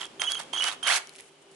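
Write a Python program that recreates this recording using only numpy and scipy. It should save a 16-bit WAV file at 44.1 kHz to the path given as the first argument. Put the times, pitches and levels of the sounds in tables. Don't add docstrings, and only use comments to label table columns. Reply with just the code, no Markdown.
import sys
import numpy as np
from scipy import signal
from scipy.fft import rfft, irfft, next_fast_len
from scipy.io import wavfile
from scipy.ndimage import uniform_filter1d, map_coordinates

SR = 44100
rng = np.random.default_rng(int(sys.argv[2]) if len(sys.argv) > 2 else 0)


def nominal_scale(level):
    x = np.asarray(level, float) / 20
    return 10 ** x


def put_to_file(sound):
    columns = np.atleast_2d(sound).T
    safe = np.clip(columns, -1, 1)
    whole_steps = np.round(safe * 32767)
    wavfile.write(sys.argv[1], SR, whole_steps.astype(np.int16))


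N = 68355

# frequency in Hz, level in dB per Hz.
AIR = [(25, -31), (130, -23), (330, -9.5), (570, -12.5), (1800, -21), (3000, -19), (4500, -25),
       (11300, -32)]
AIR_DB = -57.5
# centre in Hz, width in Hz, level in dB.
HUM = [(153.8, 8.6, -73.5), (393.7, 5.8, -62.5), (3000, 130, -70.5)]
# frequency in Hz, correlation.
ALIKE = [(60, 0.67), (300, 0.88), (840, 0.5), (3140, 0.11)]
# time in seconds, level in dB.
DUCK = [
    (0, 5.5),
    (.82, 5.5),
    (.95, 2),
    (1.3, -.5),
    (1.55, 2.5),
]
BASS_DUCKS = 1.73
# frequency in Hz, T60 in seconds.
ROOM = [(200, 0.52), (2000, 0.4), (10000, 0.24)]
ROOM_DB = -13.5

# frequency in Hz, left over right in dB.
DRILL_PAN = [(400, 1.5), (1420, -6.5), (4090, -7), (9000, -1)]
# frequency in Hz, scatter in rad.
SPREAD = [(500, 0.37), (3000, 0.59), (7000, 0.97)]
WHINE_PAN_DB, SNAP_PAN_DB = -7, 0.5

# time in seconds, level in dB.
SKIN_SLIDE = [
    (1.02, -64),
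    (1.13, -68),
    (1.175, -68),
    (1.187, -60),
    (1.21, -67),
    (1.28, -70),
    (1.36, -82),
]
# frequency in Hz, level in dB per Hz.
SKIN = [(1200, -16), (2360, -4), (4060, -12.5), (10000, -11)]
# time in seconds, level in dB.
RUSTLE = [
    (1.22, -68),
    (1.28, -60),
    (1.295, -85),
    (1.41, -75),
    (1.42, -59.5),
    (1.45, -78),
    (1.5, -80),
    (1.515, -63.5),
    (1.55, -62),
]
# frequency in Hz, level in dB per Hz.
CLOTH = [(2500, -25), (5500, -3), (9000, 6), (11300, -6)]

# start in seconds, peak in dB, ring in Hz.
SNAPS = [(0.0205, -43, 9350), (0.04, -38, 7550), (0.0542, -30.5, 7900), (0.066, -42, 5500),
         (0.2176, -19, 6260), (0.3087, -31, 10600), (0.3187, -16.5, 4450), (0.3467, -27, 10000),
         (0.402, -43, 4440), (0.4326, -38, 8400), (.5335, -35, 7800), (0.6208, -29, 5300),
         (.627, -28, 10000), (0.6396, -16.5, 5520), (0.8722, -15.5, 10500), (1.0711, -36, 5980),
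         (1.0928, -33.5, 4220), (1.1364, -44, 7700), (1.153, -38, 2450), (1.1602, -36.5, 9700),
         (1.166, -44, 9400), (1.184, -37.5, 2300), (1.1887, -38, 2110), (1.199, -41, 1980),
         (1.2064, -34.5, 10850), (1.5137, -48, 7400)]
# centre in Hz, width in Hz, level in dB.
SNAP_RING = [(4420, 4500, -7), (10140, 1500, -7)]
SNAP_T60, SNAP_DB = 0.0082, 3.5
SNAP_Q, SNAP_OWN_DB = 8, 4
SPIKE = 9

# time in seconds, level in dB.
EFFORT = [
    [(0, -47.5), (.012, -40.5), (.04, -45.5), (.06, -50), (.075, -61)],
    [(.196, -49.5), (.22, -37.5), (.27, -50.5), (.31, -39.5), (.335, -51), (.385, -48), (.4, -38),
     (.44, -55)],
    [(.529, -43.5), (.6, -44), (.685, -34.5), (.7, -41), (.735, -42), (.765, -60)],
    [(.828, -42.5), (.86, -42.5), (.875, -32), (.94, -30.5), (.975, -31.5), (1.0, -47), (1.04, -63)],
]
# frequency in Hz, level in dB per Hz.
GEARS = [(250, -35), (480, -21), (750, -3.5), (2400, -6), (4000, -11), (11300, -17)]
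GEAR_DB, GRIT_DB = 1.5, 3
HISS_DB, HISS_GROWS = 10.5, 1.414
COAST_HZ, COAST_WIDTH_HZ, COAST_DB = 3200, 220, -1.5

# start in seconds, peak in dB, loudest housing ring in Hz.
COGS_COAST = [
    (0.0103, -28.5, 1370),
    (0.0163, -33, 1422),
    (0.0215, -31, 815),
    (0.0274, -34, 1140),
    (0.0324, -34, 1260),
    (0.0363, -42, 1360),
    (0.0429, -41, 1230),
    (0.0523, -33.5, 1510),
]
COGS_1 = [(0.1967, -32, 1710), (0.211, -37, 1260), (0.2188, -14.5, 1930), (0.2225, -24, 700),
          (0.226, -30, 1250), (0.231, -22.5, 1280), (0.238, -27, 1640), (0.247, -25.5, 1210),
          (0.255, -30, 1350), (0.2685, -27, 1570), (0.2865, -39, 2390), (0.301, -27.5, 1480),
          (0.3123, -28.5, 1730), (0.3205, -29.5, 1380), (0.327, -30, 1440), (0.3471, -29.5, 2360),
          (0.3533, -23, 1390), (0.3826, -32, 1520), (0.393, -30, 1410), (0.3984, -25.5, 1550),
          (0.403, -29.5, 1590)]
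COGS_2 = [(0.5294, -44, 2000), (0.5353, -21.5, 850), (0.5458, -30, 990), (0.5536, -26.5, 1320),
          (0.5645, -27, 1350), (0.573, -25.5, 1510), (0.5848, -29, 1680), (0.6004, -24.5, 1350),
          (0.6099, -23, 2440), (0.6232, -20, 2530), (0.6339, -21, 2040), (0.6449, -16.5, 2200),
          (0.6525, -19.5, 2326), (0.6595, -29, 1420), (0.6664, -22, 1490), (0.6722, -24, 1300),
          (0.6772, -21.5, 1840), (0.683, -17, 1700), (0.6874, -22, 2270), (0.6908, -26.5, 1050),
          (0.6958, -24.5, 2050), (0.7052, -24.5, 1290), (0.7152, -23, 1100), (0.7254, -26, 1290)]
COGS_RUN_UP = [(0.8291, -28.5, 1540), (0.8414, -38, 1440), (0.8447, -32.5, 1070), (0.848, -28, 1670),
               (0.8539, -24, 1360), (0.8569, -31, 1440), (0.8593, -27.5, 1466), (0.8625, -21, 1280),
               (0.867, -18, 1920), (0.8708, -17, 1590), (0.8746, -14.5, 2130), (0.8782, -18.5, 2480),
               (0.8815, -20.5, 1579), (0.8834, -16.5, 1900), (0.886, -24, 1840), (0.8883, -24, 1510),
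               (0.8903, -17, 1540), (0.8933, -31, 1860), (0.8976, -23, 2050), (0.9003, -17.5, 1770),
               (0.9039, -17.5, 1540)]
# centre in Hz, width in Hz, level in dB.
COG_BODY = [(744, 370, -5.5), (1479, 284, 1.5), (2050, 740, -3.5), (3280, 460, 5.5), (4500, 470, -2.5)]
COG_DB, COG_TOP_HZ = 1.5, 5330
COG_VARY, COG_COLOUR_DB = 0.076, 2.5
COG_RING_DB, COG_RING_Q, RUN_TOP_DB = 6.5, 4.4, -3

# time in seconds, cog rate in Hz, level in dB.
SPIN = [
    (.87, 330.1, -19),
    (.885, 480.6, -19),
    (.9, 598.1, -18.5),
    (.91, 715.7, -21),
    (.922, 820.3, -22.5),
    (.935, 882.6, -22),
    (.955, 890.4, -27),
    (.97, 710.6, -24),
    (.99, 339, -37.5),
]
# multiple of the cog rate, level in dB over the cogs.
MESH = [(1, -16), (3, -3), (5, -7)]
# frequency in Hz, level in dB.
MESH_BODY = [(1100, -24), (1600, -9), (2150, -1), (2450, -4), (2700, -14), (3900, -14), (4400, -2)]
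SCATTER, COG_SIZE_DB = .3, 3.5

# start in seconds, pitch in Hz, level in dB.
WHINE_1 = [(.197, 3167, -30.5), (.207, 3183, -32), (0.22, 3200, -38), (0.237, 3137, -29.5),
           (0.244, 3290, -35), (.262, 3290, -34), (0.2748, 3029, -28), (.291, 3311, -33), (.354, 3030, -33),
           (.361, 3254, -36.5), (0.372, 3144, -37), (.383, 3165, -60)]
WHINE_2 = [(.530, 3168, -32), (0.552, 3290, -30.5), (.561, 3100, -29), (.566, 3312, -32.5),
           (.578, 3025, -26.5), (.585, 3315, -31), (.606, 2952, -26), (.617, 2995, -27),
           (.625, 2960, -25.5), (0.633, 3215, -29.5), (0.651, 2968, -30), (.682, 3230, -33.5),
           (0.704, 3160, -44)]
WHINE_3 = [(0.829, 3160, -31.5), (0.8438, 3290, -38), (0.8486, 3114, -30.5), (.852, 3280, -36),
           (0.8569, 3120, -28), (0.861, 3236, -37), (.865, 3075, -28), (0.870, 3320, -30),
           (0.879, 2948, -25.5), (0.886, 3290, -42), (0.893, 3180, -27), (.898, 2990, -60)]
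OVERTONES_DB = (0, -16, -17.5)
WHINE_DB, WHINE_WOBBLE_DB, WHINE_JITTER_HZ = 1, 1.39, 12
# frequency in Hz, level in dB.
THIRD_GAIN = [(8800, -8), (9400, 2.5), (10000, -2.5)]

TOP_HZ, EDGE_HZ = 11200, 110
SIDES = np.array([[.5], [-.5]])


def unit(x):
    return x / np.sqrt(np.mean(x ** 2) + 1e-20)


def along(points, hz):
    f, v = np.transpose(points)
    return np.interp(np.log(hz + 1), np.log(f + 1), v)


def curve(rows, column=1, out=-120):
    r = np.asarray(rows, float)
    return np.interp(np.arange(N) / SR, r[:, 0], r[:, column], out, out)


def wobble(rate):
    knots = rng.standard_normal(int(N * rate / SR) + 4)
    return map_coordinates(knots, [np.arange(N) * rate / SR])


def filtered(x, response):
    m = next_fast_len(N + SR // 2)
    return irfft(rfft(x, m) * response(np.fft.rfftfreq(m, 1 / SR)), m)[..., :N]


def resonances(peaks):
    def response(f):
        total = 0
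        for k, (c, w, db) in enumerate(peaks):
            total = total + (-1) ** k * nominal_scale(db) * 1j * f * w / (c * c - f * f + 1j * f * w)
        return total
    return response


def noise(spectrum):
    return unit(filtered(rng.standard_normal(N), lambda hz: nominal_scale(along(spectrum, hz))))


def hum(centre, width):
    return unit(filtered(rng.standard_normal(N), lambda f: 1 / (1 + ((f - centre) / width) ** 2)))


def effort():
    return np.max([curve(rows) for rows in EFFORT], axis=0)


def air():
    def angle(hz):
        return np.arccos(np.clip(along(ALIKE, hz), -1, 1)) / 2

    def mid_side(hz):
        return nominal_scale(along(AIR, hz)) * [np.cos(angle(hz)), np.sin(angle(hz))]
    mid, side = filtered(rng.standard_normal((2, N)), mid_side)
    bed = nominal_scale(AIR_DB + 1.27 * wobble(6.73)) * unit(np.array([mid + side, mid - side]))
    low, *hums = (nominal_scale(db) * hum(c, w) for c, w, db in HUM)
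    bass = filtered(bed + low, lambda hz: 1 / (1 + (hz / 236.0) ** 4))
    rest = filtered(bed, lambda hz: 1 / (1 + (255.0 / (hz + 1)) ** 4))
    duck = curve(DUCK)
    return nominal_scale(duck) * rest + sum(hums) + nominal_scale(BASS_DUCKS * duck - 2.5) * bass


def room(x):
    hz, t, z = signal.stft(rng.standard_normal((2, SR // 2)), SR, nperseg=256)
    decay = nominal_scale(-60 * t / along(ROOM, hz)[:, None])
    tail = signal.istft(z * decay, SR, nperseg=256)[1]
    delayed = np.pad(x, (250, 0))[None]
    return signal.fftconvolve(delayed, tail / np.linalg.norm(tail[0]), axes=1)[:, :N]


def ports(x):
    knots = rng.standard_normal(64)

    def response(hz):
        phase = along(SPREAD, hz) * map_coordinates(knots, [hz / 400])
        low_cut = hz ** 4 / (hz ** 4 + 234.0 ** 4)
        return nominal_scale(along(DRILL_PAN, hz) * SIDES) * low_cut * np.exp(2j * SIDES * phase)
    return filtered(x, response)


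def fingers():
    rustle_db = curve(RUSTLE) + 3.4 * np.array([wobble(150), wobble(150)])
    rustle = nominal_scale(rustle_db) * np.array([noise(CLOTH), noise(CLOTH)])
    slide_db = curve(SKIN_SLIDE) + 11 + 4.3 * np.array([wobble(140), wobble(120)])
    return rustle + nominal_scale(slide_db) * np.array([noise(SKIN), noise(SKIN)])


def snaps():
    out, t = np.zeros((2, N + SR)), np.arange(1000) / SR
    envelope = nominal_scale(-60 * t / SNAP_T60) * (1 - np.exp(-t / 0.00033))
    for s, db, hz in SNAPS:
        crack = np.zeros((2, N))
        same, own = rng.standard_normal(len(t)), rng.standard_normal((2, len(t)))
        crack[:, :len(t)] = (same + 2.5 * own) * envelope
        crack[:, 12] += SPIKE
        rings = SNAP_RING[:1] + [(hz, hz / SNAP_Q, SNAP_OWN_DB)] + SNAP_RING[1:]
        crack = filtered(crack, resonances(rings))[:, :len(t)]
        crack /= np.abs(crack.mean(axis=0)).max()
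        out[:, round((s + .0006) * SR):][:, :len(t)] += nominal_scale(db + SNAP_DB + SIDES * SNAP_PAN_DB) * crack
    return out[:, :N]


def coast():
    return nominal_scale(COAST_DB + curve(EFFORT[0]) + 5.7 * wobble(250)) * hum(COAST_HZ, COAST_WIDTH_HZ)


def gears():
    db = effort()
    top = db.max()
    low = filtered(noise(GEARS), lambda hz: 1 / (1 + (hz / 4000) ** 4))
    high = filtered(np.array([noise(GEARS), noise(GEARS)]), lambda hz: 1 / (1 + (4000 / (hz + 1)) ** 4))
    grit = nominal_scale(GEAR_DB + db + GRIT_DB * wobble(700)) * low
    hiss = nominal_scale(HISS_DB + top + HISS_GROWS * (db - top) + 2.36 * wobble(500)) * high
    return coast() + grit + hiss


def kick(body):
    def response(f):
        return resonances(body)(f) / (1 + 1j * f / COG_TOP_HZ) ** 2
    tap = filtered(np.eye(1, N)[0], response)[:800]
    return tap / np.abs(tap).max()


def slow_cogs():
    out = np.zeros(N + SR)
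    for s, db, hz in [*COGS_COAST, *COGS_1, *COGS_2, *COGS_RUN_UP]:
        body = []
        for c, w, g in COG_BODY:
            centre = c * np.exp(COG_VARY * rng.standard_normal())
            body.append((centre, w, g + COG_COLOUR_DB * rng.standard_normal()))
        nearest = np.argmin([abs(np.log(c / hz)) for c, _, _ in body[:3]])
        body[nearest] = (hz, hz / COG_RING_Q, COG_RING_DB)
        out[round((s - .0003) * SR):][:800] += nominal_scale(db) * kick(body)
    return nominal_scale(COG_DB) * out[:N]


def whirr():
    rate = curve(SPIN, column=1, out=0)
    turn = np.cumsum(rate) / SR
    level = nominal_scale(curve(SPIN, column=2))
    uneven = turn + SCATTER * wobble(600).clip(-1.5, 1.5)
    at = np.flatnonzero(np.diff(np.floor(uneven)) > 0)
    at = at[at > (COGS_RUN_UP[-1][0] + .001) * SR]
    kicks = np.zeros(N)
    kicks[at] += level[at] * nominal_scale(COG_SIZE_DB * rng.standard_normal(N)[at])
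    one = kick([(c, w, g + RUN_TOP_DB * (c > 3000)) for c, w, g in COG_BODY])
    mesh = np.zeros(N)
    for k, db in MESH:
        gain = nominal_scale(db + along(MESH_BODY, k * rate) + 4.2 * wobble(150))
        mesh += gain * np.sin(2 * np.pi * k * turn)
    return signal.fftconvolve(kicks, one)[:N] + level * mesh


def whine():
    hz, db = np.full(N, 3100.), np.full(N, -120.)
    for steps in (WHINE_1, WHINE_2, WHINE_3):
        for (s, f, level), (end, _, _) in zip(steps, steps[1:]):
            step = slice(round(s * SR), round(end * SR))
            hz[step], db[step] = f, level
    pitch = uniform_filter1d(hz, size=20) + WHINE_JITTER_HZ * wobble(500)
    phase = 2 * np.pi * np.cumsum(pitch) / SR
    gain = uniform_filter1d(nominal_scale(db + WHINE_DB), size=40) * np.sqrt(2)
    shake = np.clip((effort() + 48) / 10, 0, 1)
    gain = gain * nominal_scale((-1 - 5 * shake) * np.abs(wobble(250)))
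    tone = np.zeros(N)
    for k, partial_db in enumerate(OVERTONES_DB):
        shell_db = (k == 2) * along(THIRD_GAIN, 3 * hz)
        partial = nominal_scale(partial_db + shell_db + WHINE_WOBBLE_DB * (1 + k) * wobble(110.1))
        tone += partial * np.sin((k + 1) * phase)
    return gain * tone


def scene():
    drill = ports(slow_cogs() + whirr() + gears()) + whine() * nominal_scale(WHINE_PAN_DB * SIDES)
    near = drill + snaps() + fingers()
    return near + nominal_scale(ROOM_DB) * room(near.mean(axis=0)) + air()


def low_pass(x):
    return signal.sosfilt(signal.butter(12, 12360, fs=SR, output="sos"), x)


def record(dry):
    def response(hz):
        return 0.0073 + 1 / (1 + np.exp(np.clip((hz - TOP_HZ) / EDGE_HZ * 2, -50, 50)))
    mix = filtered(dry, response)
    return low_pass(mix)


dry = scene()
out = record(dry)
put_to_file(out)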